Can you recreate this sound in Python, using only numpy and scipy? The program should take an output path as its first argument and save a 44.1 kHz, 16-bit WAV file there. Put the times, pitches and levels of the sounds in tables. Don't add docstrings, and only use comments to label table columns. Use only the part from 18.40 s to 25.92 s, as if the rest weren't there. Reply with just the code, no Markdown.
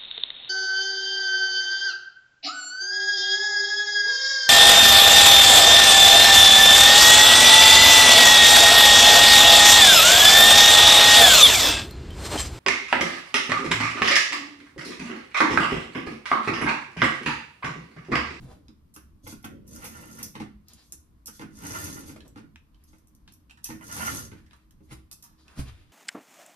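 import sys
import numpy as np
from scipy import signal
from scipy.fft import rfft, irfft
from scipy.io import wavfile
from scipy.ndimage import uniform_filter1d

SR = 44100
rng = np.random.default_rng(int(sys.argv[2]) if len(sys.argv) > 2 else 0)


def waveform_to_disk(signal):
    frames = np.transpose(np.atleast_2d(signal))
    scaled = np.clip(frames, -1, 1) * 32767
    samples = np.round(scaled).astype(np.int16)
    wavfile.write(sys.argv[1], SR, samples)


N = 331632
TIME_S = np.arange(N) / SR
SHUTTER_LAG_MS = .34


def undb(db):
    return np.exp(np.asarray(db) * (np.log(10) / 20))


def unit(x):
    return x / np.sqrt(np.mean(x ** 2))


def along(points, n):
    hz, value = np.transpose(points)
    return np.interp(np.log(np.arange(n // 2 + 1) * SR / n + 1), np.log(hz), value)


def colour(x, points):
    n = x.shape[-1]
    cepstrum = irfft(np.log(undb(along(points, n))), n)
    cepstrum[1:n // 2] *= 2
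    cepstrum[n // 2 + 1:] = 0
    return irfft(rfft(x) * np.exp(rfft(cepstrum)), n)


def resonate(x, hz, width_hz):
    return signal.lfilter(*signal.iirpeak(hz, hz / width_hz, SR), x)


def walk(rate_hz):
    hold = max(2, int(SR / rate_hz))
    steps = np.repeat(rng.standard_normal(N // hold + 1), hold)
    return 1.2 * uniform_filter1d(steps, hold)[:N]


def grains(spread_db, n=N, hold=4, cap_db=14):
    size_db = np.minimum(spread_db * rng.exponential(size=n // hold + 1), cap_db)
    return unit(rng.standard_normal(n) * np.repeat(undb(size_db), hold)[:n])


def ramp(start_s, rise_s, hold_s, fall_s):
    return np.interp(TIME_S, start_s + np.cumsum([0, rise_s, hold_s, fall_s]), [0, 1, 1, 0])


def movements(rows):
    return sum(undb(db) * ramp(s, .14 * span_s, .01 * span_s, .85 * span_s) for s, span_s, db in rows)


def blows(rows, spectrum, spread_db, rise_s, ring_db, q):
    t = np.arange(SR // 5) / SR
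    force = np.zeros(N + len(t))
    for s, db, chatter_s, hz in rows:
        envelope = (1 - np.exp(-t / rise_s)) * np.exp(-t / max(chatter_s, 1e-4))
        burst = unit(colour(grains(spread_db, len(t)) * envelope, spectrum))
        burst = burst + undb(ring_db) * unit(resonate(burst, hz, hz / q))
        start = int(s * SR)
        force[start:start + len(t)] += undb(db) * unit(burst) / np.sqrt(6)
    return force[:N]


# (frequency [Hz], side minus mid [dB])
DIFFUSE_WIDTH = [(50, -6), (130, -9), (270, -7.5), (550, 0), (1100, 1), (5500, -0.5), (8000, 6),
                 (10000, 3.5), (14000, -63)]


def diffuse(n):
    mid, side = rng.standard_normal((2, n))
    side = colour(side, DIFFUSE_WIDTH)
    return np.array([mid + side, mid - side])


# (frequency [Hz], t60 [s])
ROOM_DECAY = [(80, 0.96), (300, 0.3), (1000, 0.29), (3000, 0.37), (7000, 0.28), (13000, 0.32),
              (14800, 0.098)]
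# (frequency [Hz], level [dB])
FLAT = [(20, 0), (20000, 0)]


def response(spectrum, direct_db, lag_ms, modes=(), early_db=-2, early_s=0.026):
    n = SR * 3 // 5
    t = np.arange(n) / SR
    noise, tail = rfft(diffuse(n)), 0
    for centre_hz, t60_s in ROOM_DECAY:
        band = along([(hz, float(hz == centre_hz)) for hz, _ in ROOM_DECAY], n)
        tail = tail + irfft(noise * band, n) * undb(-60 * t / t60_s)
    near_walls = 1 + undb(early_db) * np.exp(-(t / early_s) ** 2)
    paths = unit(tail * near_walls) / np.sqrt(n)
    lag = int(round(lag_ms * SR / 1000))
    paths[0, max(lag, 0)] += undb(direct_db)
    paths[1, max(-lag, 0)] += undb(direct_db)
    body = colour(paths, spectrum)
    body = body + sum(undb(db) * resonate(body, hz, width_hz) for hz, width_hz, db in modes)
    return body / np.sqrt(np.sum(body.mean(axis=0) ** 2))


def heard(force, impulse):
    return signal.oaconvolve(force[None], impulse, axes=1)[:, :N]


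# (time [s], rise [s], hold [s], fall [s], peak rib rate [Hz],
# hiss [dB], scrape [dB], rumble [dB])
PULLS = [(1.234, 0.11, 0.5, 0.0758, 56, -56, -60, -49), (3.088, 0.21, 0.18, 0.28, 69, -43.5, -49.5, -43),
         (5.375, 0.23, 0.15, 0.14, 104, -38.5, -44, -41.5)]


def hauling(layer, power):
    column = ("hiss", "scrape", "rumble").index(layer)
    return sum(undb(levels_db[column]) * ramp(s, rise_s, hold_s, fall_s) ** power
               for s, rise_s, hold_s, fall_s, _, *levels_db in PULLS)


# (time [s], length [s], scrape [dB], rumble [dB])
BINDS = [(1.415, 0.068, -44.5, -46), (1.773, 0.061, -47.5, -40.5), (3.197, .1, -50.5, -47),
         (3.286, 0.071, -49, -43), (3.414, 0.098, -47.5, -42), (3.54, 0.23, -62, -78),
         (5.542, 0.08, -41, -39), (5.637, 0.089, -42.5, -40.5)]


def binding(layer):
    column = ("scrape", "rumble").index(layer)
    return sum(undb(levels_db[column]) * ramp(s, span_s / 2, 0, span_s / 2)
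               for s, span_s, *levels_db in BINDS)


# (frequency [Hz], level [dB])
AIR_SPECTRUM = [(12, -47), (20, -1), (54, -4.5), (245, -8.5), (333, -17.5), (452, -26.5), (788, -32),
                (1040, -26), (1580, -35.5), (2330, -38.5), (2610, -40), (5090, -42), (7520, -48),
                (13500, -41), (14400, -69), (15200, -82)]
# (frequency [Hz], level [dB])
HUM_TONES = [(67, -63), (313, -75.5)]


def air(noise_db=-62, split_hz=300, swell_db=3.2, waver_db=4):
    noise = colour(diffuse(N), AIR_SPECTRUM)
    noise = noise / np.std(noise.mean(axis=0)) * undb(noise_db)
    bass = signal.sosfiltfilt(signal.butter(2, split_hz, fs=SR, output="sos"), noise)
    hum = sum(undb(db + waver_db * walk(21)) * np.sin(2 * np.pi * hz * TIME_S + 3.45 * walk(11))
              for hz, db in HUM_TONES)
    return noise - bass + bass * undb(swell_db * walk(24)) + np.sqrt(2) * hum


# (frequency [Hz], level [dB])
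CLOTH_SPECTRUM = [(240, -12), (400, 1.5), (518, -4.5), (1190, -5.5), (2700, -10), (5110, -11), (7700, -17),
                  (11100, -12), (13900, -28), (15000, -106)]
# (time [s], length [s], level [dB], pitch [Hz])
RUSTLES = [(0, 0.32, -61, 630), (2.256, 0.29, -64.5, 4480), (3.759, 0.018, -55, 534),
           (3.844, 0.078, -61.5, 530), (4.32, 0.27, -78.5, 2550), (4.872, 0.064, -63.5, 3080),
           (5.906, 0.16, -62, 1984), (6.094, 0.17, -66.5, 2210), (6.972, 0.14, -67.5, 4700),
           (7.047, 0.3, -64, 1320), (7.198, 0.47, -64.5, 2640)]


def sheets(uneven_db=3.5, q=1.76):
    fibres = unit(colour(grains(9.5, hold=8), CLOTH_SPECTRUM))
    rubs = sum(movements([(s, span_s, db)]) * unit(fibres + unit(resonate(fibres, hz, hz / q)))
               for s, span_s, db, hz in RUSTLES)
    return heard(rubs * undb(uneven_db * walk(30)), response(FLAT, -0.43, -.04))


# (frequency [Hz], level [dB])
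BOX_SPECTRUM = [(40, -18.5), (65, -5), (100, 1), (150, -1), (215, -3.5), (265, -2), (315, -1), (385, -5.5),
                (450, -13.5), (600, -20.5), (800, -48.5), (1300, -79.5)]
# (frequency [Hz], width [Hz], gain [dB])
SHUTTER_MODES = [(223, 12, 0.5), (319.2, 10, -4), (383.4, 11, 4), (670, 180, -2.5), (910, 12, -16),
                 (1110, 70, 7), (1400, 58, 25.5), (1770, 72, 20.5), (1960, 66, 16.5), (2054, 17, 22.5),
                 (2820, 370, 5.5), (5600, 92, -18), (6300, 430, -6.5), (11500, 170, 7)]
# (time [s], length [s], level [dB])
SWAYS = [(0, 0.32, -50.5), (.83, 0.073, -48), (1.05, 0.35, -46), (3.62, 0.49, -50)]


def roller(gain_db=-1, lumpy_db=0.6, shift_hz=7):
    drive = hauling("rumble", 0.85) + undb(-5) * binding("rumble") + movements(SWAYS)
    rumble = drive * grains(3.4) * undb(gain_db + lumpy_db * walk(25.15))
    blend_rad = 1.2 * walk(shift_hz)
    return sum(heard(rumble * share, response(BOX_SPECTRUM, -4.5, SHUTTER_LAG_MS, SHUTTER_MODES))
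               for share in (np.cos(blend_rad), np.sin(blend_rad)))


# (frequency [Hz], level [dB])
THUD_SPECTRUM = [(45, -9), (80, -6), (125, -1), (200, -10), (300, -7), (450, -32.5), (800, -48)]
# (frequency [Hz], level [dB], t60 [s])
BED_MODES = [(33.2, -13, 0.38), (64.7, -2.5, 0.99), (130.7, 2.5, 0.23), (200, -13, 0.17)]
# (time [s], cloth [dB], thud [dB], mattress [dB], swell [s])
ARM_BUMPS = [(0.045, -65.5, -45, -44, 0.32), (6.522, -47, -44.5, -43.5, 0.013),
             (7.192, -40.5, -26.5, -29.5, 0.015)]


def arm_on_bed(settle_s=0.013, damp_s=.15):
    t = np.arange(SR // 4) / SR
    envelope = np.exp(-(t / damp_s) ** 6) * (1 - np.exp(-t / .002))
    mattress = envelope * sum(undb(db - 60 * t / t60_s) * np.sin(2 * np.pi * hz * t)
                              for hz, db, t60_s in BED_MODES)
    cloth, thud, ring = 0, 0, np.zeros(N + len(t))
    for s, cloth_db, thud_db, ring_db, swell_s in ARM_BUMPS:
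        after_s, before_s = np.maximum(TIME_S - s, 0), np.maximum(s - TIME_S, 0)
        press = np.exp(-np.minimum(before_s / swell_s + (after_s / settle_s) ** 2, 20))
        cloth = cloth + undb(cloth_db) * press
        thud = thud + undb(thud_db) * press ** 2
        ring[int(s * SR):int(s * SR) + len(t)] += undb(ring_db) * mattress
    swish = heard(cloth * grains(3.3, hold=8), response(CLOTH_SPECTRUM, -4.2, -.04))
    return swish + heard(thud * grains(2.1), response(THUD_SPECTRUM, 1.4, 0)) + ring[:N]


# (frequency [Hz], level [dB])
CLICK_SPECTRUM = [(350, -76), (600, -16.5), (896, 1), (1480, -5), (1700, 0), (2210, -11.5), (2630, -2.5),
                  (2870, -9), (3790, -4), (12000, -16.5), (15600, -92), (22000, -120)]
# (time [s], level [dB], chatter [s], pitch [Hz])
CLICKS = [(.283, -64, 0.0005, 4600), (3.805, -59.5, 0.0034, 3120), (4.345, -74.5, 0.0026, 2900),
          (5.096, -61.5, 0.012, 2690), (5.109, -58.5, 0.0035, 2770), (5.173, -64.5, 0.011, 1540),
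          (5.254, -56, 0.012, 2580), (2.523, -67.5, 0.0012, 4000), (6.308, -75, .001, 3040),
          (6.062, -70.5, 0.0087, 2100), (6.131, -61, 0.006, 1280), (6.713, -56.5, 0.002, 4850),
          (6.827, -61.5, 0.069, 1100), (7.081, -62.5, 0.0013, 2480)]


def slat_clicks():
    force = blows(CLICKS, CLICK_SPECTRUM, spread_db=7.5, rise_s=0.00019, ring_db=0, q=3.5)
    return heard(force, response(FLAT, 0.076, SHUTTER_LAG_MS))


# (frequency [Hz], level [dB])
CLACK_SPECTRUM = [(260, -53), (450, 5.5), (561, -2.5), (812, 0.5), (894, 2.5), (1240, -2), (1410, 6),
                  (1640, -2.5), (2010, 1), (3210, -9), (5870, -14), (7420, -20), (12000, -20.5),
                  (15600, -101), (22000, -120)]
# (time [s], clack [dB], box boom [dB], chatter [s], pitch [Hz])
KNOCKS = [(.285, -72.5, -53.5, 0.0056, 1110), (0.561, -54.5, -54, 0.0028, 1000),
          (0.865, -49, -50, 0.0084, 690), (.922, -54, -45, 0.0037, 1510), (1.042, -45, -43, 0.0059, 1800),
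          (1.951, -47, -44, 0.006, 1020), (2.000, -46.5, -38.5, 0.0055, 800),
          (2.015, -51, -45.5, 0.005, 1240), (2.525, -69, -62, 0.011, 1420), (2.88, -53, -55, 0.0021, 1200),
          (2.994, -51.5, -46.5, 0.0023, 1350), (3.011, -47.5, -42, 0.011, 1440),
          (3.692, -54.5, -49.5, 0.0066, 1270), (3.762, -62.5, -56.5, 0.0017, 2350),
          (3.959, -55.5, -49.5, 0.0017, 1290), (3.971, -55, -47.5, 0.012, 1550),
          (4.029, -76, -53, 0.0036, 700), (4.53, -66, -62, 0.0041, 694), (5.289, -53.5, -45, 0.002, 960),
          (5.301, -47, -43.5, 0.0094, 1810), (5.346, -69, -47, 0.0044, 700),
          (5.914, -55.5, -46.5, 0.011, 1780), (6.403, -78, -56, 0.0044, 710),
          (6.508, -56.5, -50.5, 0.0085, 1420)]


def slat_knocks(rub_in_s=.014, rub_out_s=.055, rub_db=-9.5, bind_db=-0.5):
    rows = [(s, db, chatter_s, hz) for s, db, _, chatter_s, hz in KNOCKS]
    knocks = blows(rows, CLACK_SPECTRUM, spread_db=6.5, rise_s=.001, ring_db=-8, q=4.1)
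    landing = sum(undb(db + rub_db) * ramp(s - rub_in_s, rub_in_s, 0, rub_out_s) for s, db, *_ in KNOCKS)
    friction = unit(colour(grains(5.8, hold=24), CLACK_SPECTRUM))
    rubs = (landing + undb(bind_db) * binding("scrape")) * friction
    return heard(knocks + rubs, response(FLAT, -3.1, SHUTTER_LAG_MS))


# (frequency [Hz], width [Hz], gain [dB])
BOX_MODES = [(164.3, 3.6, 4.5), (209.3, 7.2, 7), (318.7, 7.9, 0.5), (391, 51, -7)]


def box_booms(gain_db=-2.5, centre_hz=300, stray_octaves=.4, stretch=3.44):
    pitches_hz = centre_hz * 2 ** rng.uniform(-stray_octaves, stray_octaves, len(KNOCKS))
    rows = [(s, db + gain_db, stretch * chatter_s, hz)
            for (s, _, db, chatter_s, _), hz in zip(KNOCKS, pitches_hz)]
    force = blows(rows, BOX_SPECTRUM, spread_db=5, rise_s=0.002, ring_db=-9, q=3.9)
    return heard(force, response(FLAT, -1.5, SHUTTER_LAG_MS, BOX_MODES))


# (frequency [Hz], level [dB])
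TICK_SPECTRUM = [(1290, -14), (2200, -25.5), (2620, -3), (2890, -11), (4170, -3), (4920, 2), (5570, 9.5),
                 (7520, 2.5), (8440, 2), (9560, 4), (12300, 5), (15000, 1), (16000, -29)]
# (time [s], level [dB], chatter [s], pitch [Hz])
TICKS = [(.539, -56, 0.033, 10600), (.550, -66, 0.00065, 9000), (.562, -57, 0.0012, 9800),
         (.873, -53.5, 0.0024, 13800), (.924, -59, 0.0067, 8500), (1.027, -66, 0.0046, 11100),
         (1.045, -53, 0.0062, 11800), (1.276, -59.5, 0.01, 11500), (1.361, -54, 0.0011, 6300),
         (1.441, -44.5, 0.04, 11200), (1.608, -60, 0.011, 9900), (1.678, -67, 0.005, 11500),
         (1.722, -64, 0.0047, 9000), (1.76, -66, 0.0051, 12000), (1.787, -54, 0.0087, 10960),
         (1.828, -39.5, 0.0067, 13100), (1.838, -47, 0.028, 5800), (2.284, -59, 0.00012, 4340),
         (2.334, -59, 0.001, 4470), (2.5225, -46.5, 0.00043, 9640), (2.526, -54.5, 0.0012, 6800),
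         (2.858, -49, 0.0033, 9900), (2.866, -52.5, 0.025, 5650), (2.869, -45.5, 0.0071, 10500),
         (3.444, -46.5, 0.007, 11100), (3.879, -65, 0.001, 7800), (4.438, -67.5, 0.0024, 11200),
         (4.523, -79, .001, 10000), (4.583, -74, .003, 12000), (4.672, -72, 0.00091, 10800),
         (4.682, -75, 0.0014, 12000), (4.750, -69.5, 0.00079, 11500), (4.922, -65, 0.0019, 10200),
         (4.936, -63.5, 0.0032, 12000), (5.2415, -49, 0.00048, 11000), (5.243, -39.5, 0.0012, 11200),
         (5.246, -45, 0.046, 5900), (6.164, -79, .0006, 12400), (6.308, -71, 0.0024, 12800),
         (6.7135, -53.5, 0.00093, 11500), (6.720, -55, 0.0031, 11000), (6.727, -52.5, 0.0024, 7400),
         (6.824, -56, 0.004, 11500), (6.837, -56, 0.011, 11500)]


def winder():
    force = blows(TICKS, TICK_SPECTRUM, spread_db=1.5, rise_s=0.0009, ring_db=-9, q=5)
    return heard(force, response(FLAT, 0.14, -.09))


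# (frequency [Hz], level [dB])
STRAP_SPECTRUM = [(1650, -31), (2800, -15), (3470, 1), (3840, -1.5), (4690, 7.5), (5150, 4.5), (6330, 8.5),
                  (7410, 1.5), (8310, 5.5), (9260, 4.5), (11100, 7), (11600, 3), (13800, 2), (15200, -56),
                  (15500, -102)]
# (time [s], length [s], level [dB])
SLIDES = [(.82, 0.15, -60.5), (.87, 0.065, -49.5), (2.39, 0.22, -67.5), (2.92, 0.14, -57), (3.65, 0.1, -55),
          (4.45, 0.2, -70.5), (5.228, 0.027, -59), (5.88, 0.24, -79), (6.42, 0.09, -77)]


def strap(pull_db=-5.5, flutter_db=1.8, surge_db=1.3, bite_db=-3, bite_hz=11800):
    pull = undb(pull_db) * hauling("hiss", 1.73)
    effort = pull / pull.max()
    friction = undb(flutter_db * walk(90) + surge_db * walk(22.02))
    rasp = grains(3.1, hold=8)
    rasp = rasp + undb(bite_db) * effort * resonate(rasp, bite_hz, bite_hz / 4)
    hiss = (pull + movements(SLIDES)) * friction * rasp
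    clatter = pull * friction * ribs()
    return (heard(hiss, response(STRAP_SPECTRUM, -19, SHUTTER_LAG_MS, SHUTTER_MODES))
            + heard(clatter, response(STRAP_SPECTRUM, -1.5, .09)))


# (frequency [Hz], width [Hz], level [dB])
GUIDE_MODES = [(6120, 1100, -0.5), (11060, 5900, 1)]


def ribs(decay_cycles=.28, spread_db=4.2, jitter=.1):
    rate_hz = sum(peak_hz * ramp(s, rise_s, hold_s, fall_s) ** .25
                  for s, rise_s, hold_s, fall_s, peak_hz, *_ in PULLS)
    cycles = np.cumsum(np.maximum(rate_hz * (1 + jitter * walk(60)), 0)) / SR
    rib = cycles.astype(int)
    catch = np.exp(-(cycles % 1) / decay_cycles)
    sizes = undb(spread_db * np.sqrt(3) * rng.uniform(-1, 1, (N // 100, len(GUIDE_MODES))))
    clatter = sum(undb(db) * unit(resonate(rng.standard_normal(N), hz, width_hz)) * catch * sizes[rib, k]
                  for k, (hz, width_hz, db) in enumerate(GUIDE_MODES))
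    return clatter / np.sqrt(np.mean(clatter[rate_hz > 0] ** 2))


# (frequency [Hz], level [dB])
SCRAPE_SPECTRUM = [(330, -20), (480, 1.5), (850, 11), (1350, 0.5), (2000, -2.5), (2900, 0), (3600, -19),
                   (5000, -27)]


def slat_scrape(gain_db=-2, judder_db=6):
    scrape = hauling("scrape", 1.38) * grains(4.2, hold=24) * undb(gain_db + judder_db * walk(45))
    return heard(scrape, response(SCRAPE_SPECTRUM, -1.8, SHUTTER_LAG_MS, SHUTTER_MODES))


def slat_rattle(gain_db=-7, rate_hz=420, spread_db=2.2, sway_db=1.5):
    gaps = rng.uniform(.2, 1.8, int(2 * rate_hz * N / SR)) * SR / rate_hz
    onsets = np.cumsum(gaps).astype(int)
    onsets = onsets[onsets < N]
    sizes = undb(spread_db * rng.standard_normal(len(onsets))) * rng.choice([-1, 1], len(onsets))
    taps = unit(np.bincount(onsets, sizes, N))
    force = taps * hauling("scrape", 1.38) * undb(gain_db - sway_db * walk(35))
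    return heard(force, response(CLICK_SPECTRUM, -4, SHUTTER_LAG_MS))


# (time [s], level [dB], chatter [s], pitch [Hz])
SNAPS = [(4.159, -57, 0.00018, 2370), (4.877, -61, 0.0033, 3070), (4.885, -67, 0.0063, 3870),
         (6.110, -66.5, 0.00078, 2400)]


def snaps():
    force = blows(SNAPS, CLICK_SPECTRUM, spread_db=17, rise_s=0.0001, ring_db=7, q=2.4)
    return heard(force, response(FLAT, 4.4, .1))


def pan(left_minus_right_db):
    return undb(np.array([[left_minus_right_db], [-left_minus_right_db]]) / 2)


def scene():
    bedroom = air() + sheets() + arm_on_bed() + snaps()
    box = roller() + box_booms()
    slats = slat_clicks() + slat_knocks() + slat_scrape() + slat_rattle()
    return bedroom + pan(-0.2) * box + pan(-3) * slats + pan(-0.5) * (winder() + strap())


def record(dry):
    return signal.sosfilt(signal.ellip(8, .2, 70, 15800, fs=SR, output="sos"), dry)


dry = scene()
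out = record(dry)
waveform_to_disk(out)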